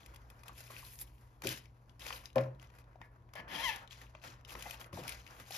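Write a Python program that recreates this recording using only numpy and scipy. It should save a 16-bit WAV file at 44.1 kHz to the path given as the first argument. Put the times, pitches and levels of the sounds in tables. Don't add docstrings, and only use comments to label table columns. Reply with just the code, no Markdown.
import sys
import numpy as np
from scipy import signal
from scipy.fft import rfft, irfft, next_fast_len
from scipy.io import wavfile
from scipy.ndimage import uniform_filter1d, map_coordinates

SR = 44100
rng = np.random.default_rng(int(sys.argv[2]) if len(sys.argv) > 2 else 0)


def to_linear_factor(level_db):
    exponent = np.asarray(level_db, float) / 20
    return 10 ** exponent


def int16_out(signal):
    q = np.round(np.clip(np.atleast_2d(signal).T, -1, 1) * 32767)
    wavfile.write(sys.argv[1], SR, q.astype(np.int16))


N = 245637

# (frequency [Hz], level [dB])
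FILM_SPECTRUM = [(1100, -120), (1500, -6.5), (2000, -2), (3200, -1.5), (4300, -3.5), (5300, -2),
                 (7000, -2.5), (8000, -7), (9500, -120)]
# (frequency [Hz], level [dB])
AIRY_SPECTRUM = [(6000, -120), (7000, -14), (8300, -3), (10000, 0), (12000, -2), (14000, -3), (15600, -7),
                 (17000, -40)]
# (frequency [Hz], level [dB])
BODY_SPECTRUM = [(300, -120), (420, 0.5), (700, -0.5), (1050, 3), (1500, 3), (2000, -8.5), (3000, -22),
                 (4500, -120)]


def film():
    # (start [s], swell [s], fade per 20 dB [s], peak level [dB], airy top re peak [dB])
    slides = [(0.0, 0.0039, 0.34, -64.5, -11), (.15, 0.28, 3.5, -75, -7), (.46, 0.02, 0.13, -63, -13),
              (.53, 0.28, 0.26, -54, -5.5), (.84, 0.12, 0.1, -64, 6), (.985, 0.029, 0.05, -57, 6),
              (1.1, 0.05, 0.17, -75.5, 0.5), (1.44, 0.042, 0.1141, -40, -9), (1.85, 0.092, 1, -84, -9.5),
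              (1.997, 0.0053, 0.094, -51.5, -10.5), (2.04, 0.052, 0.11, -47, -11),
              (2.12, 0.046, 0.0843, -54, -5.5), (2.25, .01, 0.08, -62, -7),
              (2.385, 0.029, 0.1, -61.5, -9.5), (2.595, 0.048, 0.26, -73, -12), (2.72, 0.1, 0, -69.5, -7),
              (3.003, 0.0066, 0.1, -75.5, -5),
              (3.335, 0.04, 0.08, -62.5, -12), (3.7, 0.091, 0.08, -63, -15),
               (3.902, 0.018, 0.11, -52, -16.5), (3.97, 0.054, 0.13, -62, -10.5),
               (4.14, 0.017, -0.2, -69, -18), (4.221, 0.062, 0.1, -53, -14.5),
               (4.479, 0.25, .09, -52, -8.5), (4.8, 0.016, 0.05, -54, -2), (4.931, 0.016, 0.38, -50.5, -11),
               (5.07, 0.0076, 0.18, -48, -12), (5.26, 0.22, -1, -59.5, -9), (5.51, 0.038, -6, -41, -8)]
    # (start [s], swell [s], fade per 20 dB [s], flap level [dB], body re flap [dB])
    flexes = [(0.0, 0.0047, 1, -71.5, 4), (.3, 0.14, 0.4, -68, -2.5), (.47, 0.028, 0.1, -63, 1.5),
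              (.6, 0.15, 0.19, -67, 5.5), (.99, 0.024, .5, -67, -24), (1.435, 0.033, 0.08, -41, -12),
              (1.99, 0.0066, 0.5, -63, -0.5), (2.05, 0.059, 0.19, -67, 9.5),
              (2.355, 0.016, 0.1656, -42.5, -6.5), (2.62, 0.19, 0.24, -82, 11.5),
              (3.005, 0.0056, -0.03, -54.5, -7), (3.34, 0.029, 0.4, -58.5, 0.5),
              (3.475, 0.051, 0.32, -52, 1.5), (3.6, 0.17, 0.2, -66.5, 8), (3.97, 0.055, 0.13, -66, 2.5),
              (4.14, 0.011, 0.1, -75, 12), (4.22, .03, 0.3, -61, 0.5), (4.47, 0.22, 0.65, -63.5, 4),
              (4.55, 0.012, 0.1, -57, -3), (4.8, 0.017, 0.03, -60.5, 7), (4.93, 0.026, 0.2, -50.5, -7),
              (5.0, 0.053, 0.26, -68, 12), (5.25, 0.069, 0.5, -62, -0.5), (5.51, 0.044, -0.5, -65.5, 13.5)]
    # (frequency [Hz], level [dB])
    flap_spectrum = [(50, -120), (90, -4.5), (130, 0), (250, -1), (400, -7.5), (550, -120)]
    slide_db, airy_db = strokes(slides, rest_db=[-99, -111], steeper=1.09)
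    flap_db, body_db = strokes(flexes, rest_db=[-83.5, -79], steeper=1.21)

    slips = (rng.random(N) < 60 / SR) * rng.exponential(1.6, N)
    fading = signal.lfilter([1], [1, -np.exp(-1 / (0.007 * SR))], slips)
    surge = to_linear_factor(2.85 * wobble(35)) * np.sqrt(1 + fading)
    rub = surge * rng.standard_normal((2, N))
    buckles = crackle(count=3000, centre_hz=4480, spread=0.7, cycles=1.9, scatter_db=2.8)
    grit = unit(rub) + 0.51 * scattered(buckles)

    hiss = to_linear_factor(slide_db - 4) * coloured(patchy(grit, depth_db=1.5), FILM_SPECTRUM)
    airy = to_linear_factor(airy_db + 3) * coloured(grit, AIRY_SPECTRUM)
    body_gain = np.hypot(to_linear_factor(body_db + 3.5), to_linear_factor(slide_db - 14))
    body = body_gain * coloured(rub, BODY_SPECTRUM)
    flutter = to_linear_factor(3.65 * wobble(25)) * rng.standard_normal((2, N))
    flap = to_linear_factor(flap_db - 3) * coloured(flutter, flap_spectrum)
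    return hiss + airy + body + flap


def strokes(rows, rest_db, steeper):
    touch_s, swell_db = 0.028, 7.5
    t = np.arange(0, N + 32, 32) / SR
    power = to_linear_factor(2 * np.array(rest_db))[:, None] * np.ones(len(t))
    for s, swell, fade, db, other_db in rows:
        corners = np.cumsum([s - touch_s, touch_s, abs(swell), 4 * abs(fade)])
        shape_db = np.interp(t, corners, [-80, -swell_db, 0, -80])
        power = power + to_linear_factor(2 * np.array([db + shape_db, db + other_db + steeper * shape_db]))
    return [np.interp(np.arange(N) / SR, t, 10 * np.log10(p)) for p in power]


def crackle(count, centre_hz, spread, cycles, scatter_db):
    draw = rng.random((count, 2))
    hz = centre_hz * np.exp(spread * rng.standard_normal(count))
    hz = np.clip(hz, 300, 15000)[:, None]
    t = np.arange(300) / SR
    size = to_linear_factor(-scatter_db * np.log(draw[:, :1] + 1e-4))
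    rings = size * np.sin(2 * np.pi * hz * t) * np.exp(-t * hz / cycles)
    at = (draw[:, 1:] * N).astype(int) + np.arange(len(t))
    return unit(np.bincount(at.ravel(), rings.ravel(), N + len(t))[:N])


def patchy(x, depth_db):
    z = signal.stft(x, nperseg=256)[2]
    field = uniform_filter1d(rng.standard_normal(z.shape[1:]), size=4, axis=0)
    field = uniform_filter1d(field, size=14, axis=1)
    return signal.istft(z * to_linear_factor(depth_db * unit(field)), nperseg=256)[1][:, :N]


def snaps():
    # (time [s], peak level [dB], ring frequency [Hz])
    crisp = [(.0608, -43.5, 2460), (.1446, -49, 2910), (.16, -45.5, 1940), (.301, -47.5, 1760),
             (.4815, -38.5, 2500), (.5781, -49, 2720), (.955, -47, 6250), (.989, -39, 6640),
             (1.4703, -24, 2460), (1.4897, -29, 3760), (1.9949, -45.5, 1930), (2.0772, -39, 2600),
             (3.76, -37, 1932), (4.5946, -46, 4910), (4.6242, -34, 2900), (4.7087, -32.5, 2800),
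             (5.0788, -31.5, 2420), (5.0922, -30.5, 1760), (5.1217, -38.5, 2510), (5.5066, -38, 1800)]
    # (time [s], peak level [dB], ring frequency [Hz])
    soft = [(1.6557, -46, 2410), (1.8945, -50.5, 3270), (2.0182, -38.5, 3330), (2.0512, -41, 1820),
            (2.1265, -32, 2530), (2.2564, -32, 4980), (2.3014, -48.5, 2700), (2.597, -47.5, 2620),
            (2.7008, -51.5, 1920), (3.8753, -43, 3270), (3.9085, -39.5, 3250), (4.2163, -52, 2950),
            (4.2386, -37, 1950), (4.0147, -37, 1960), (4.449, -40.5, 3030), (4.4936, -36.5, 2645),
            (4.8427, -42.5, 1960), (5.2654, -39, 2280), (5.276, -42.5, 2100), (5.5487, -34, 2750)]
    # (time [s], peak level [dB], ring frequency [Hz])
    seam = [(.4339, -43.5, 2370), (1.4199, -37, 2200), (1.4371, -37, 1760), (1.4462, -36, 1760),
            (2.0647, -34, 2620), (2.3575, -34.5, 2390), (2.627, -47.5, 1970), (2.786, -48.5, 2220),
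            (3.336, -43, 2380), (3.3538, -42, 1680), (4.8124, -40.5, 2920), (4.9293, -44, 2425),
            (5.036, -41, 2250), (5.3988, -43, 2520)]
    # (time [s], peak level [dB], ring frequency [Hz])
    padded = [(2.1044, -31, 1940), (2.3813, -25, 1960), (2.4353, -41.5, 1880), (2.739, -53, 1760),
              (2.9297, -59, 1860), (3.0147, -42, 1820), (3.2894, -58, 1900), (4.1365, -59, 1810),
              (4.15, -41.5, 2580), (4.4, -63, 2300), (4.552, -34.5, 1760)]
    # (time [s], peak level [dB], ring frequency [Hz])
    settling = [(.005, -54, 2700), (.2174, -59, 1860), (.3909, -61, 2420), (.789, -50, 2700),
                (1.075, -56, 2900), (1.1814, -58, 2700), (2.146, -44, 5500), (2.162, -46, 4500),
                (2.178, -44, 2000), (2.33, -54, 3500), (2.5486, -62, 3690), (2.618, -50, 6260),
                (2.6444, -53, 3000), (2.6718, -54, 5500), (2.8414, -61, 4000), (3.2214, -70, 1690),
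                (3.8294, -55, 3700), (3.9292, -45, 3220), (3.98, -50, 3800), (4.4104, -56, 1856),
                (4.457, -52, 5300), (4.4872, -43, 1900), (4.5054, -39, 2600), (4.5393, -41, 5200),
                (4.6974, -40, 2570), (4.7424, -41, 2800), (4.8054, -42, 6000), (4.945, -45, 5500)]
    # (creases, airy top [dB], body [dB], t60 at 2500 Hz [s])
    kinds = [(crisp, -9.5, -23, 0.02), (soft, -23.5, -22, 0.019), (seam, -14, -1.1, 0.019),
             (padded, -35, 0.84, 0.019), (settling, -16, -11, 0.016)]

    crack, airy, body = np.zeros((3, N + SR))
    t = np.arange(SR // 16) / SR
    for creases, airy_db, body_db, t60 in kinds:
        for s, db, hz in creases:
            decay_db = 60 * t / t60 * (hz / 2500) ** 0.52
            fade = to_linear_factor(db - decay_db) * (1 - np.exp(-t / 0.00044))
            burst = rng.standard_normal((3, len(t)))
            ring = 0.7 * np.sin(2 * np.pi * hz * t + 0.3 * np.cumsum(burst[2]))
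            onset = 0.58 + 0.99 * np.exp(-t / 0.00049)
            at = slice(round(s * SR), round(s * SR) + len(t))
            crack[at] += fade * (0.96 * ring + onset * to_linear_factor(0.56 * (airy_db + 12)) * burst[0])
            airy[at] += fade * to_linear_factor(airy_db) * burst[0]
            body[at] += fade * to_linear_factor(body_db) * burst[1]

    def shaped(x, spectrum, gain_db):
        return filtered(x[:N], lambda hz: to_linear_factor(gain_db + along(spectrum, hz)))

    return shaped(crack, FILM_SPECTRUM, 0.2) + shaped(airy, AIRY_SPECTRUM, 9) + shaped(body, BODY_SPECTRUM, 5)


def zip_pull():
    # (time [s], tooth rate [1/s], level [dB])
    short_pull = [
        (3.35, 202, -96),
        (3.358, 207, -50.5),
        (3.406, 170, -48.5),
        (3.42, 144, -93),
    ]
    # (time [s], tooth rate [1/s], level [dB])
    long_pull = [
        (3.476, 500, -93),
        (3.484, 500, -56),
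        (3.55, 880, -44),
        (3.603, 904.5, -42),
        (3.628, 1035, -40),
        (3.648, 1073, -34),
        (3.697, 854.4, -35),
        (3.745, 812, -51),
        (3.86, 800, -75),
    ]
    # (time [s], peak level [dB])
    first_teeth = [(3.4798, -44), (3.488, -50), (3.495, -47), (3.5002, -44), (3.507, -48), (3.514, -43),
                   (3.521, -47), (3.5262, -41), (3.531, -41), (3.5351, -39), (3.539, -40), (3.543, -40)]
    # (frequency [Hz], width [Hz], level [dB])
    slider = [(550, 280, -3.5), (950, 370, 2), (1710, 50, 13), (2000, 450, 3), (3250, 500, 0),
              (4100, 220, -4), (5300, 1700, -10), (11000, 8300, -14)]
    rate, level_db = curves(short_pull + long_pull + [(3.88, 800, -99)])

    trembling = 1 + 0.015 * wobble(70)
    at = np.flatnonzero(np.diff(np.floor(np.cumsum(rate * trembling) / SR)))
    draw = rng.standard_normal((2, N))
    weakness_db = np.clip(-1.6 * (level_db[at] + 36), 0, 11)
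    uneven = (0.012 + 12 / rate[at]) * to_linear_factor(weakness_db)
    moved = np.clip(at + uneven * draw[0, at] * SR / rate[at], 0, N - 2)
    size = to_linear_factor(1.9 * draw[1, at]) * np.sqrt(SR / rate[at])
    whole, part = moved.astype(int), moved % 1
    ticks = np.bincount(whole, size * (1 - part), N) + np.bincount(whole + 1, size * part, N)

    scrape_db = -0.5 - 1.36 * (level_db + 44.5)
    scrape = to_linear_factor(np.minimum(scrape_db, 0)) * rng.standard_normal(N)
    pull_tab = filtered(ticks + scrape, resonances(slider[:4]))
    teeth = filtered(ticks + 1.5 * scrape, resonances(slider[4:]))
    teeth = teeth * (rate / 1000) ** 0.9
    buzz = unit(patchy((pull_tab + teeth)[None], depth_db=1.2)[0])

    first_s, first_db = np.transpose(first_teeth)
    single = np.bincount((first_s * SR).astype(int), to_linear_factor(first_db + 7), N)
    low_ticks = filtered(to_linear_factor(9) * single, resonances(slider[:5]))
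    high_ticks = filtered(single, resonances(slider[5:]))
    return to_linear_factor(level_db + wobble(60)) * buzz + low_ticks + high_ticks


def knocks():
    # (time [s], level [dB], contact time [s])
    blows = [
        (2.359, -21.5, 0.005),
        (2.382, -29.5, 0.0026),
        (1.452, -42.5, 0.0053),
    ]
    # (frequency [Hz], level [dB], t60 [s])
    modes = [(129.1, -15, 0.45), (242, -9.5, 0.16), (429, -14.5, 0.18), (540, 3, 0.15), (614, 3.5, 0.064),
             (670, -9.5, 0.099), (755, -9.5, 0.13), (880, -10.5, 0.068), (1049, -7.5, 0.073),
             (1276, -17, 0.072), (1760, -16.5, 0.068), (2870, -37, 0.17)]
    desk, t = np.zeros(N + SR), np.arange(SR // 2) / SR
    for s, db, contact in blows:
        ring = np.zeros(len(t))
        for hz, level, t60 in modes:
            waver = 0.011 * np.cumsum(rng.standard_normal(len(t)))
            ring += to_linear_factor(level - 60 * t / t60) * np.sin(2 * np.pi * hz * t + waver)
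        dull_noise = signal.lfilter([0.1], [1, -0.9], rng.standard_normal(len(t)))
        rattle = dull_noise * to_linear_factor(-9.5 - 60 * t / 0.072)
        desk[round(s * SR):][:len(t)] += to_linear_factor(db) * (ring + rattle) * (1 - np.exp(-t / np.abs(contact)))
    return desk[:N]


def taps():
    # (time [s], peak level [dB], ring frequency [Hz], t60 [s])
    fingertips = [(0.493, -49, 1167, 0.038), (0.703, -47, 1050, 0.03), (.702, -49, 600, .025),
                  (0.828, -51, 1084, 0.05), (2.957, -44.5, 717, 0.013), (3.016, -51.5, 1890, 0.044),
                  (3.025, -64, 2197, 0.12), (3.035, -63, 1755, 0.13), (1.505, -52, 3060, .2),
                  (3.355, -46, 627, 0.031), (4.15, -46, 635, 0.022), (4.552, -44.5, 1107, 0.029),
                  (4.655, -49, 760, 0.06), (4.661, -44, 800, .04), (4.667, -41, 747, 0.035),
                  (4.66, -50, 1900, .05), (4.928, -47, 1074, 0.03), (4.933, -51, 550, .06),
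                  (4.972, -43.5, 732, 0.068), (4.985, -44.5, 491, 0.067), (5.03, -55, 755, 0.046),
                  (5.05, -49.5, 750, .05), (5.506, -42.5, 757, 0.028)]
    # (time [s], peak level [dB], ring frequency [Hz], t60 [s])
    wrist = [
        (4.932, -42.5, 90, 0.19),
        (4.935, -48.5, 180, 0.13),
        (4.988, -41.5, 183, 0.043),
        (5.015, -45, 150, 0.07),
        (1.452, -45.5, 125, 0.234),
        (1.453, -30, 370, 0.034),
    ]
    out, t = np.zeros(N + SR), np.arange(SR // 3) / SR
    for s, db, hz, t60 in fingertips + wrist:
        drift = min(hz, 800) / 7500 * np.cumsum(rng.standard_normal(len(t)))
        rise = 1 - np.exp(-t * hz / 0.93)
        fade = to_linear_factor(db + 6 - 60 * t / np.abs(t60))
        out[round(s * SR):][:len(t)] += fade * rise * np.sin(2 * np.pi * hz * t + drift)
    return out[:N]


def scattered(x):
    echo = rng.standard_normal(400) * to_linear_factor(-60 * np.arange(400) / SR / 0.0084)
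    return np.array([x, signal.fftconvolve(x, echo / np.linalg.norm(echo))[:N]])


def reflections(x):
    # (frequency [Hz], t60 [s])
    decay = [(100, 0.33), (600, 0.34), (3000, 0.23), (12000, 0.029)]
    hz, t, z = signal.stft(rng.standard_normal((2, SR // 2)), SR, nperseg=256)
    tail = signal.istft(z * to_linear_factor(-60 * t / along(decay, hz)[:, None]), SR, nperseg=256)[1]
    return signal.fftconvolve(x[None], tail / np.linalg.norm(tail[0]), axes=1)[:, :N]


def room_tone():
    # (frequency [Hz], level per Hz [dB])
    air_spectrum = [(20, -13.5), (45, -3.5), (110, -7.5), (170, -18.5), (300, -21), (700, -25),
                    (1100, -25.5), (1700, -46.5), (3000, -49), (6000, -53), (12000, -55), (16000, -67)]
    # (frequency [Hz], width [Hz], level [dB])
    room_modes = [(51, 12, -6.5), (62, 5.8, -6.5)]
    t = np.arange(N) / SR
    hum = to_linear_factor(-60.5 + 0.29 * wobble(2.6)) * np.sin(2 * np.pi * 120 * t + 0.15 * wobble(4.4))
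    boom = filtered(rng.standard_normal((2, N)), resonances(room_modes))
    boom = filtered(boom, resonances([(55.6, 82, 0)]))
    air = to_linear_factor(0.53 * wobble(7.8)) * coloured(rng.standard_normal((2, N)), air_spectrum)
    whine = unit(filtered(rng.standard_normal(N), resonances([(970, 14, 0)])))
    return hum + to_linear_factor(-82) * whine + to_linear_factor(-60.5) * unit(boom) + to_linear_factor(-63) * air


def unit(x):
    return x / np.sqrt(np.mean(x ** 2) + 1e-20)


def along(points, hz):
    f, v = np.transpose(points)
    return np.interp(np.log(hz + 1), np.log(f + 1), v)


def curves(rows):
    s, *cols = np.transpose(rows)
    return [np.interp(np.arange(N) / SR, s, c) for c in cols]


def wobble(rate):
    return map_coordinates(rng.standard_normal(int(N * rate / SR) + 4), [np.arange(N) * rate / SR])


def filtered(x, response):
    m = next_fast_len(x.shape[-1] + 8192)
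    return irfft(rfft(x, m) * response(np.fft.rfftfreq(m, 1 / SR)), m)[..., :x.shape[-1]]


def coloured(x, spectrum):
    return unit(filtered(x, lambda hz: to_linear_factor(along(spectrum, hz))))


def resonances(modes):
    def response(f):
        total = 0
        for k, (centre, width, db) in enumerate(modes):
            damping = 1j * f * width
            total = total + (-1) ** k * to_linear_factor(db) * damping / (centre * centre - f * f + damping)
        return total
    return response


def scene():
    # (frequency [Hz], coherence [0-1])
    alike = [(150, .98), (400, .75), (1000, .5), (1500, .45), (1750, .8), (4800, .5), (7000, .6),
             (8000, .85), (9900, .7), (11500, .85), (13700, .7), (14800, .85)]
    near = film() + scattered(snaps() + zip_pull())
    near = near + np.array([[1], [0.6]]) * scattered(knocks() + taps())
    field = near + to_linear_factor(-11) * reflections(near[0]) + room_tone()

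    def split(hz):
        angle = np.arccos(np.clip(along(alike, hz), 0, 1)) / 2
        return np.array([np.cos(angle), np.sin(angle)])

    shared, differing = filtered(field, split)
    return np.array([shared + differing, shared - differing])


def thinned(ports, under_db, sudden_db):
    hz, _, z = signal.stft([ports[0] + ports[1], ports[0] - ports[1]], SR, nperseg=1024)
    power = np.abs(uniform_filter1d(np.abs(z) ** 2, size=16, axis=1))[:, 8::16].repeat(16, axis=1) + 1e-20
    power = np.pad(power, ((0, 0), (0, 1), (0, 0)), "edge")
    treble = np.log10(power[:, hz > 3000].sum((0, 1)))
    sudden = 10 * np.diff(treble, prepend=0) > sudden_db
    weak = (power < to_linear_factor(2 * under_db) * power[::-1]) & (hz[:, None] > 7600) & ~sudden
    mid, side = signal.istft(z * ~weak, SR, nperseg=1024)[1][:, :N]
    return np.array([mid + side, mid - side]) / 2


def low_pass(x):
    return signal.sosfilt(signal.butter(12, 15800, fs=SR, output="sos"), x)


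def record(dry):
    # (frequency [Hz], lead [rad])
    lead = [(300, 0), (600, .5), (1100, 1.4), (1450, 2.9), (1560, 2.9), (1700, .5), (4050, 1), (5500, 0),
            (7150, -1.9), (7800, -2.8), (9200, -3.5), (11000, -5.9), (13200, -6.6), (14400, -9),
            (16000, -9.6)]
    # (frequency [Hz], difference [dB])
    tilt = [(150, 0), (400, 3), (1100, 3), (1600, -1), (2200, 7), (5200, 11), (6500, 6), (7700, 0)]
    side = np.array([[0.5], [-0.5]])

    def port_response(hz):
        bass_cut = 1 / (1 + (38 / (hz + 1)) ** 4)
        return bass_cut * to_linear_factor(side * along(tilt, hz)) * np.exp(1j * side * along(lead, hz))

    ports = filtered(dry, port_response)
    mix = thinned(ports, under_db=-5, sudden_db=4.5)
    return low_pass(mix)


dry = scene()
out = record(dry)
int16_out(out)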